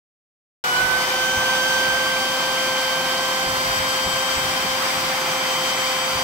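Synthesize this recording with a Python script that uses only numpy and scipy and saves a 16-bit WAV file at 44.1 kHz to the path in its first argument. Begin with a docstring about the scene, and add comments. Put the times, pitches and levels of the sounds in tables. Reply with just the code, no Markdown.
"""Shop vacuum running up to speed

A shop vacuum, just switched on, runs up to speed in a small furnished room; the sound cuts in abruptly.
The motor hums on multiples of the shaft rate, the six-bladed fan whines, and noise roars through drum and hose.
Someone leans over the vent, so the whine's paths to the two microphones keep shifting.
Hollow notes fade after the run-up, handling thumps and rumbles in the bass, and a faint whistle passes once."""
import sys
import numpy as np
from scipy import signal
from scipy.fft import rfft, irfft, next_fast_len
from scipy.io import wavfile

SR = 44100
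rng = np.random.default_rng(int(sys.argv[2]) if len(sys.argv) > 2 else 0)


def wav_out(sig):
    """Save sig, one row per channel (or a flat mono array), as 16-bit PCM at SR to the path in sys.argv[1]."""
    wavfile.write(sys.argv[1], SR, np.round(np.clip(np.atleast_2d(sig).T, -1, 1) * 32767).astype(np.int16))


N = 274743
START_S = .6398   # the sound cuts in here

# shaft speed through the run-up and after: start_s [s], speed [turns/s]
SHAFT_SPEED = [(0.64, 246.12), (0.8, 250.67), (0.9, 253.08), (1.0, 254.99), (1.1, 256.49), (1.2, 257.58),
               (1.35, 258.58), (1.5, 259.24), (1.7, 259.77), (2.3, 260.8), (3.1, 260.9), (4.3, 261.57),
               (4.9, 261.25), (5.3, 260.62), (5.7, 260.4), (6.23, 260.8)]


def from_db(db):
    """Decibels to an amplitude factor."""
    return 10 ** (np.asarray(db) / 20)


def rms_one(x):
    """Scale a signal to rms 1."""
    return x / np.sqrt(np.mean(x ** 2) + 1e-20)


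def in_time(rows):
    """Glide every column of a table along its first column of seconds."""
    s, *columns = np.transpose(rows)
    return [np.interp(np.arange(N) / SR, s, c) for c in columns]


def at_hz(points, hz):
    """Read a spectrum curve on a logarithmic frequency axis."""
    point_hz, values = np.array(points).T
    return np.interp(np.log(hz + 1), np.log(point_hz + 1), values)


def drift(rate_hz):
    """Slow chance: noise at every 40th sample through a double one-pole low-pass; spread about 1."""
    pole = np.exp(-80 * np.pi * rate_hz / SR)
    noise = rng.standard_normal(N // 40 + 2002)
    slow = signal.lfilter([1], [1, -2 * pole, pole * pole], noise)[2000:]   # drop the settling
    return np.interp(np.arange(N) / 40, np.arange(len(slow)), rms_one(slow))


def tone(turns, order, left_db, right_db, lead, waver_db):
    """One shaft order as a sine in each channel, its level wavering with the air load."""
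    phase = 2 * np.pi * (order * turns + rng.random())
    gain = np.sqrt(2) * from_db(waver_db * drift(20.4))   # root 2: levels are rms
    left = from_db(left_db) * np.sin(phase + lead)
    right = from_db(right_db) * np.sin(phase)
    return gain * np.array([left, right])


def faded(order):
    """Bell-shaped fades and swells as paths shift: added left dB, right dB and left lead of one order."""
    # peak_s [s], half_length_s [s], shaft_order, added left_db [dB], right_db [dB], left_lead [rad]
    fades = [(.64, .06, 4, -10, -8, 0), (.64, .05, 12, -15, -7, 0.5), (.66, 0.18, 24, -14, -3, -2),
             (.74, .04, 12, -0.5, 2, -.9), (.75, .15, 18, -16, -9, -1), (0.884, .09, 12, -17, -4, .7),
             (1.0, .05, 18, 1, 4, -0.8), (1.08, 0.13, 12, -2.5, -4, -0.5), (1.18, 0.066, 18, -11, 6, -2),
             (1.31, 0.13, 18, -6, -10, 3), (1.302, 0.17, 24, 5, 5.5, 0), (1.348, 0.054, 12, -1, -8, -2),
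             (1.4, 0.22, 30, 7, 6, 0.5), (1.623, 0.092, 12, 0, 1, 0.8), (1.65, 0.41, 24, 2, 9, 0),
             (1.7, .45, 2, 2.5, 1.5, 0), (1.75, 0.6, 4, -6, -2.5, 0), (1.9, 0.22, 12, 0, -10, 0.1),
             (2.45, 0.38, 18, -21, 3, 0.5), (2.704, 0.26, 2, 2.5, 1.5, 3), (3.06, 0.35, 18, -11, 2.5, -2),
             (3.613, .35, 12, -5, -2.5, 0.5), (3.648, 0.34, 2, -1, -2.5, 0), (3.65, 0.52, 18, 2, 2, -1.56),
             (4.2, .6, 30, 15.5, 4, 1.5), (4.3, 0.33, 18, -2.5, 1.5, -1.2), (4.35, .3, 24, -4, 5, 0),
             (4.45, 0.25, 12, -0.5, -6, 1.1), (4.694, 0.46, 2, -2, -2, 0), (4.8, .25, 18, 1.5, -7, -1.4),
             (5.057, 0.38, 12, -8.5, -8.5, -.5), (5.1, 0.17, 24, -3, -17, 0), (5.25, 0.15, 18, -1, -4, 0),
             (5.8, 0.65, 24, 6.5, 1, -4.5), (5.8, .5, 30, 15, 5, 0.5), (5.9, 0.58, 18, -0.5, 1.5, -0.5),
             (5.98, 0.087, 2, 0.5, 0.5, 7.5), (6.2, .45, 12, -2, -15, -1.5), (6.2, .3, 24, -1, 4, -0.5)]
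    t = np.arange(0, N + 64, 64) / SR   # every 64th sample is enough
    out = np.zeros((3, len(t)))
    for s, half_s, which, *change in fades:
        if which == order:
            out = out + np.exp(-((t - s) / half_s) ** 2) * np.c_[change]
    return np.array([np.interp(np.arange(N) / SR, t, row) for row in out])


def noise_in_room(spectrum, resonances=(), count=9):
    """Several noise outlets, each heard directly and through its own decaying echoes; rms 1."""
    # likeness of left and right: pitch_hz [Hz], correlation
    likeness = [(60, 0.97), (130, 1), (290, 0.87), (640, 0.85), (1410, 0.28), (3100, 0.089), (6820, 0.031),
                (15000, 0.035)]
    # level of left over right: pitch_hz [Hz], level_db [dB]
    left_over_right = [(60, -0.0), (200, 1.9), (350, -0.6), (650, -2.6), (900, -1.0), (1200, -0.4),
                       (1800, -1.5), (2400, -0.0), (2850, 1.0), (3900, 0.9), (5200, -2.7), (6800, 1.3),
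                       (12000, 0.7), (15000, 1.9)]
    room_t60_s, echo_db, left_lag_s = 0.19, -1.5, 9e-5   # echo energy is relative to the direct sound

    size = next_fast_len(N)
    hz = np.arange(size // 2 + 1) * SR / size
    level_db = at_hz(spectrum, hz)
    for centre_hz, width_hz, top_db in resonances:
        level_db = level_db + top_db / (1 + (2 * (hz - centre_hz) / width_hz) ** 2)
    alike = np.clip(at_hz(likeness, hz), -.99, .99)
    lean = from_db(at_hz(left_over_right, hz) * [[.5], [-.5]])
    lag = np.exp(-2j * np.pi * hz * left_lag_s * np.array([[1], [0]]))
    fade = from_db(-60 * np.arange(SR // 2) / SR / room_t60_s)

    out = 0
    for _ in range(count):
        paths = rng.standard_normal((2, SR // 2)) * fade / np.sqrt(np.sum(fade ** 2))
        paths[0, 0] = from_db(-echo_db)   # the direct sound, in the shared path
        paths[0] /= np.sqrt(1 + from_db(-2 * echo_db))
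        shared, split = rfft(paths, size)   # what both microphones share, and what differs
        ears = np.sqrt(1 + alike) * shared + np.sqrt(1 - alike) * split * [[1], [-1]]
        out = out + ears * rfft(rng.standard_normal(size))
    return rms_one(irfft(out * lean * lag * from_db(level_db), size)[:, :N])


def motor(turns):
    """Unbalance and poles hum at low shaft orders, growing with speed; weaker orders come and go."""
    # hum before fades: shaft_order, slowest_db [dB rms], fastest_db [dB rms], left_lag [rad]
    hum = [(1, -64, -43, .62), (2, -39.5, -31.5, .32), (4, -37, -36.5, 0.42)]
    # middle levels of the weaker orders: shaft_order, left_db [dB rms], right_db [dB rms], left_lead [rad]
    weak_orders = [(3, -39, -43, 0), (5, -60, -46.5, -2.5), (8, -47.5, -41, -1.5), (9, -48.5, -42, -1.3),
                   (10, -60, -48, -2.5), (13, -50, -69, -0.5), (14, -49, -51, -3), (16, -52, -49, 1),
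                   (19, -56, -45, 4), (20, -64, -54, 2.5), (21, -57, -48.5, -0.5), (22, -57, -48, 5.5),
                   (28, -50.5, -56, -1), (34, -63, -59, -4), (36, -49, -47.5, -2)]
    speed, = in_time(SHAFT_SPEED)
    run_up = (speed - speed.min()) / np.ptp(speed)   # 0 at the slowest, 1 at the fastest
    out = 0
    for order, slowest_db, fastest_db, lag in hum:
        db = slowest_db + (fastest_db - slowest_db) * run_up
        left_db, right_db, _ = db + faded(order)   # low tones keep their phase
        out = out + tone(turns, order, left_db, right_db, -lag, waver_db=0.6)
    for order, left_db, right_db, lead in weak_orders:
        slow_gain = from_db(1.3 * drift(2.1))
        out = out + slow_gain * tone(turns, order, left_db, right_db, lead, waver_db=3)
    return out


def fan(turns):
    """Blades passing the outlet whine at the blade rate and its overtones."""
    # whine at the blade rate: start_s [s], left_db [dB rms], right_db [dB rms], left_lead [rad]
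    whine = [(0.68, -21.5, -24, -3), (0.82, -25, -15.5, -5), (0.88, -37, -18.5, -2), (0.95, -25, -16, -1.7),
             (1.06, -27, -32, -1.5), (1.12, -25.5, -27, -4.5), (1.22, -31, -20.5, -5.5),
             (1.4, -25, -22, -5.5), (1.66, -30, -20, -6), (1.9, -28, -19, -7.5), (2.29, -31.5, -28, -6),
             (2.92, -31, -28, -5.5), (3.34, -35.5, -28.5, -8), (3.7, -26, -28, -9.5), (4.18, -28, -40, -9),
             (4.81, -30.5, -36, -10), (5.44, -36, -43, -8.5), (6.23, -35, -42, -9)]
    # overtones before fades: multiple of the blade rate, left_db [dB rms], right_db [dB rms],
    # first_left_lead [rad], last_left_lead [rad], settle_s [s, time constant]
    overtones = [(2, -27, -32.5, -1.5, 6, 1), (3, -35, -36.5, -2.5, -7, 1.33),
                 (4, -44.5, -45.5, -5, -3.5, 3.7), (5, -52, -50.5, -3.5, 0.5, 1.8)]
    blades = 6
    out = tone(turns, blades, *in_time(whine), waver_db=0.32)
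    running_s = np.maximum(np.arange(N) / SR - START_S, 0)
    for multiple, left_db, right_db, first, last, settle_s in overtones:
        order = blades * multiple
        lead = last + (first - last) * np.exp(-running_s / settle_s)
        more_left_db, more_right_db, more_lead = faded(order)
        out = out + tone(turns, order, left_db + more_left_db, right_db + more_right_db,
                         lead + more_lead, waver_db=0.51 * multiple)
    return out


def air():
    """Turbulent flow: a resonant drum roar, a hose rush and a bright hiss, all fluttering a little."""
    # levels before flutter: start_s [s], roar_db [dB rms], rush_db [dB rms], hiss_db [dB rms]
    air_levels = [(0.64, -30, -30, -29.5), (0.81, -27.5, -28, -29), (1.0, -28, -27.5, -28),
                  (3.67, -28, -28.5, -28), (4.5, -28.5, -27, -28), (6.23, -29, -26.5, -28)]
    # roar in the drum: pitch_hz [Hz], relative level_db [dB per Hz]
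    roar_colour = [(40, -20), (100, -11), (160, -4), (220, -6.5), (300, -7.5), (450, -7.5), (700, -2),
                   (1000, 0.5), (1250, -5.5), (1600, -23)]
    # resonances of drum and room in the roar: pitch_hz [Hz], width_hz [Hz], added level_db [dB]
    booms = [(203, 46, 3.5), (360, 63, 8), (544, 42, 9.5), (630, 23, 2), (689, 25, 9.5), (752, 18, 5.5),
             (788, 17, 9), (862, 16, 8.5), (931, 27, 7), (1012, 31, 7.5), (1160, 87, 8.5), (440, 36, -4),
             (591, 18, -7.5), (845, 15, 0.5)]
    # air tearing through the ribbed hose: pitch_hz [Hz], relative level_db [dB per Hz]
    rush_colour = [(800, -23), (1150, -4), (1400, 1), (1700, -4), (2200, 0), (2450, -1), (2800, -9),
                   (3500, -8.5), (4500, -25.5)]
    # jet at nozzle and exhaust: pitch_hz [Hz], relative level_db [dB per Hz]
    hiss_colour = [(1800, -38.5), (2800, -5), (3400, -6), (4200, -7.5), (5200, -7), (6100, -8.5),
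                   (6900, -16), (7500, -12), (8800, -14), (9900, -21.5), (10800, -20.5), (12000, -16.5),
                   (14000, -21.5), (16000, -18)]
    roar_db, rush_db, hiss_db = in_time(air_levels)
    roar = from_db(roar_db + 0.26 * drift(11)) * noise_in_room(roar_colour, booms)
    rush = from_db(rush_db + 0.66 * drift(6.0)) * noise_in_room(rush_colour, count=5)
    hiss = from_db(hiss_db + 0.65 * drift(7.1)) * noise_in_room(hiss_colour, count=5)
    return roar + rush + hiss


def hollow():
    """Air noise caught in a few narrow resonances, fading after the run-up."""
    # start_s [s], level_db [dB rms]
    hollow_level = [(.64, -40), (.95, -36), (1.3, -40), (1.7, -38), (2.2, -62), (6.23, -67)]
    # resonances: pitch_hz [Hz], width_hz [Hz], added level_db [dB]
    hollow_notes = [(354, 60, 17.6), (722, 30, 25), (936, 35, 33)]
    # noise under the resonances: pitch_hz [Hz], relative level_db [dB per Hz]
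    hollow_colour = [(150, -20), (300, 0), (1100, 0), (1500, -20), (16000, -60)]
    level_db, = in_time(hollow_level)
    return from_db(level_db) * noise_in_room(hollow_colour, hollow_notes, count=3)


def rumble():
    """Lumpy low noise, much alike in both channels; each shove rises fast and dies more slowly."""
    # the hose is shoved about and the floor rumbles:
    # peak_s [s], rise_s [s], level_db [dB, added to the floor as amplitude]
    shoves = [(.82, 0.073, -38), (1.38, .04, -42), (1.6, .12, -53), (1.93, .07, -44), (3.08, .03, -49),
              (3.52, 0.07, -38), (3.72, .07, -39), (3.82, .04, -42), (4.08, 0.037, -37), (4.39, 0.078, -37),
              (4.68, 0.026, -39), (4.98, .06, -50), (5.8, .04, -46), (6.16, .04, -38)]
    # pitch_hz [Hz], relative level_db [dB per Hz]
    rumble_colour = [(15, -23), (30, -1), (45, 1.5), (80, 6), (130, 2), (250, -16)]
    floor_db, fall_over_rise = -54.5, 2.2
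    t = np.arange(N) / SR
    level = from_db(floor_db)
    for s, rise_s, db in shoves:
        side_s = np.where(t < s, rise_s, rise_s * fall_over_rise)
        level = level + from_db(db) * np.exp(-((t - s) / side_s) ** 2)
    lumps = from_db(1.2 * drift(24))
    return level * lumps * noise_in_room(rumble_colour, count=3)


def knocks():
    """Each knock is a dull low ring with a few-millisecond rise, carried alike to both microphones."""
    # knocks of hose and handling: start_s [s], peak_db [dB], pitch_hz [Hz, lower mode], t60_s [s]
    knock_list = [(.822, -29, 81, .12), (1.371, -24, 85, .06), (2.581, -39, 300, .05),
                  (3.467, -32, 69, 0.065), (3.694, -32, 55.3, .12), (3.80, -28, 70, .08),
                  (3.827, -31, 109, 0.054), (4.061, -24, 85.6, 0.056), (4.071, -25, 174, .07),
                  (4.14, -31, 150, .06), (4.369, -31, 60, 0.11), (4.449, -31, 146, 0.052),
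                  (4.645, -23, 190, 0.064), (4.97, -31, 100, 0.073), (5.076, -33, 150, 0.055),
                  (6.15, -28, 85.5, 0.1), (6.215, -32, 90, .06)]
    out = np.zeros(N)
    t = np.arange(SR // 4) / SR
    for s, peak_db, hz, t60_s in knock_list:
        at = round(s * SR)
        # two modes of the struck panel
        body = np.sin(2 * np.pi * hz * t) + .4 * np.sin(2 * np.pi * 2.3 * hz * t)
        shape = from_db(-60 * t / t60_s) * (1 - np.exp(-t / .005)) * body
        ring = from_db(peak_db) * shape / np.max(np.abs(shape))
        out[at:at + len(t)] += ring[:N - at]
    return out


def whistles():
    """Air noise through one narrow resonance, swelling and gone as the nozzle half closes."""
    # peak_s [s], half_length_s [s], pitch_hz [Hz], level_db [dB rms at the peak]
    whistle_list = [(3.585, .05, 4285, -42)]
    width_hz = 12
    t = np.arange(N) / SR
    pole = np.exp(-np.pi * width_hz / SR)
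    out = 0
    for s, half_s, hz, db in whistle_list:
        resonance = [1, -2 * pole * np.cos(2 * np.pi * hz / SR), pole * pole]
        air_tone = signal.lfilter([1, 0, -1], resonance, rng.standard_normal(N))
        swell = np.exp(-((t - s) / half_s) ** 2)
        out = out + from_db(db) * swell * rms_one(air_tone)
    return out


def scene():
    """Sum all layers, with motor and fan locked to one turning shaft."""
    turns = np.cumsum(in_time(SHAFT_SPEED)[0]) / SR
    return motor(turns) + fan(turns) + air() + hollow() + rumble() + knocks() + whistles()


def record(dry):
    """Silence until the sound cuts in; a steep low-pass removes the top."""
    cut_in = np.arange(N) >= START_S * SR
    cutoff_hz = 15750
    low_pass = signal.ellip(16, .5, 95, cutoff_hz, fs=SR, output="sos")
    return signal.sosfilt(low_pass, dry * cut_in)


dry = scene()
out = record(dry)
wav_out(out)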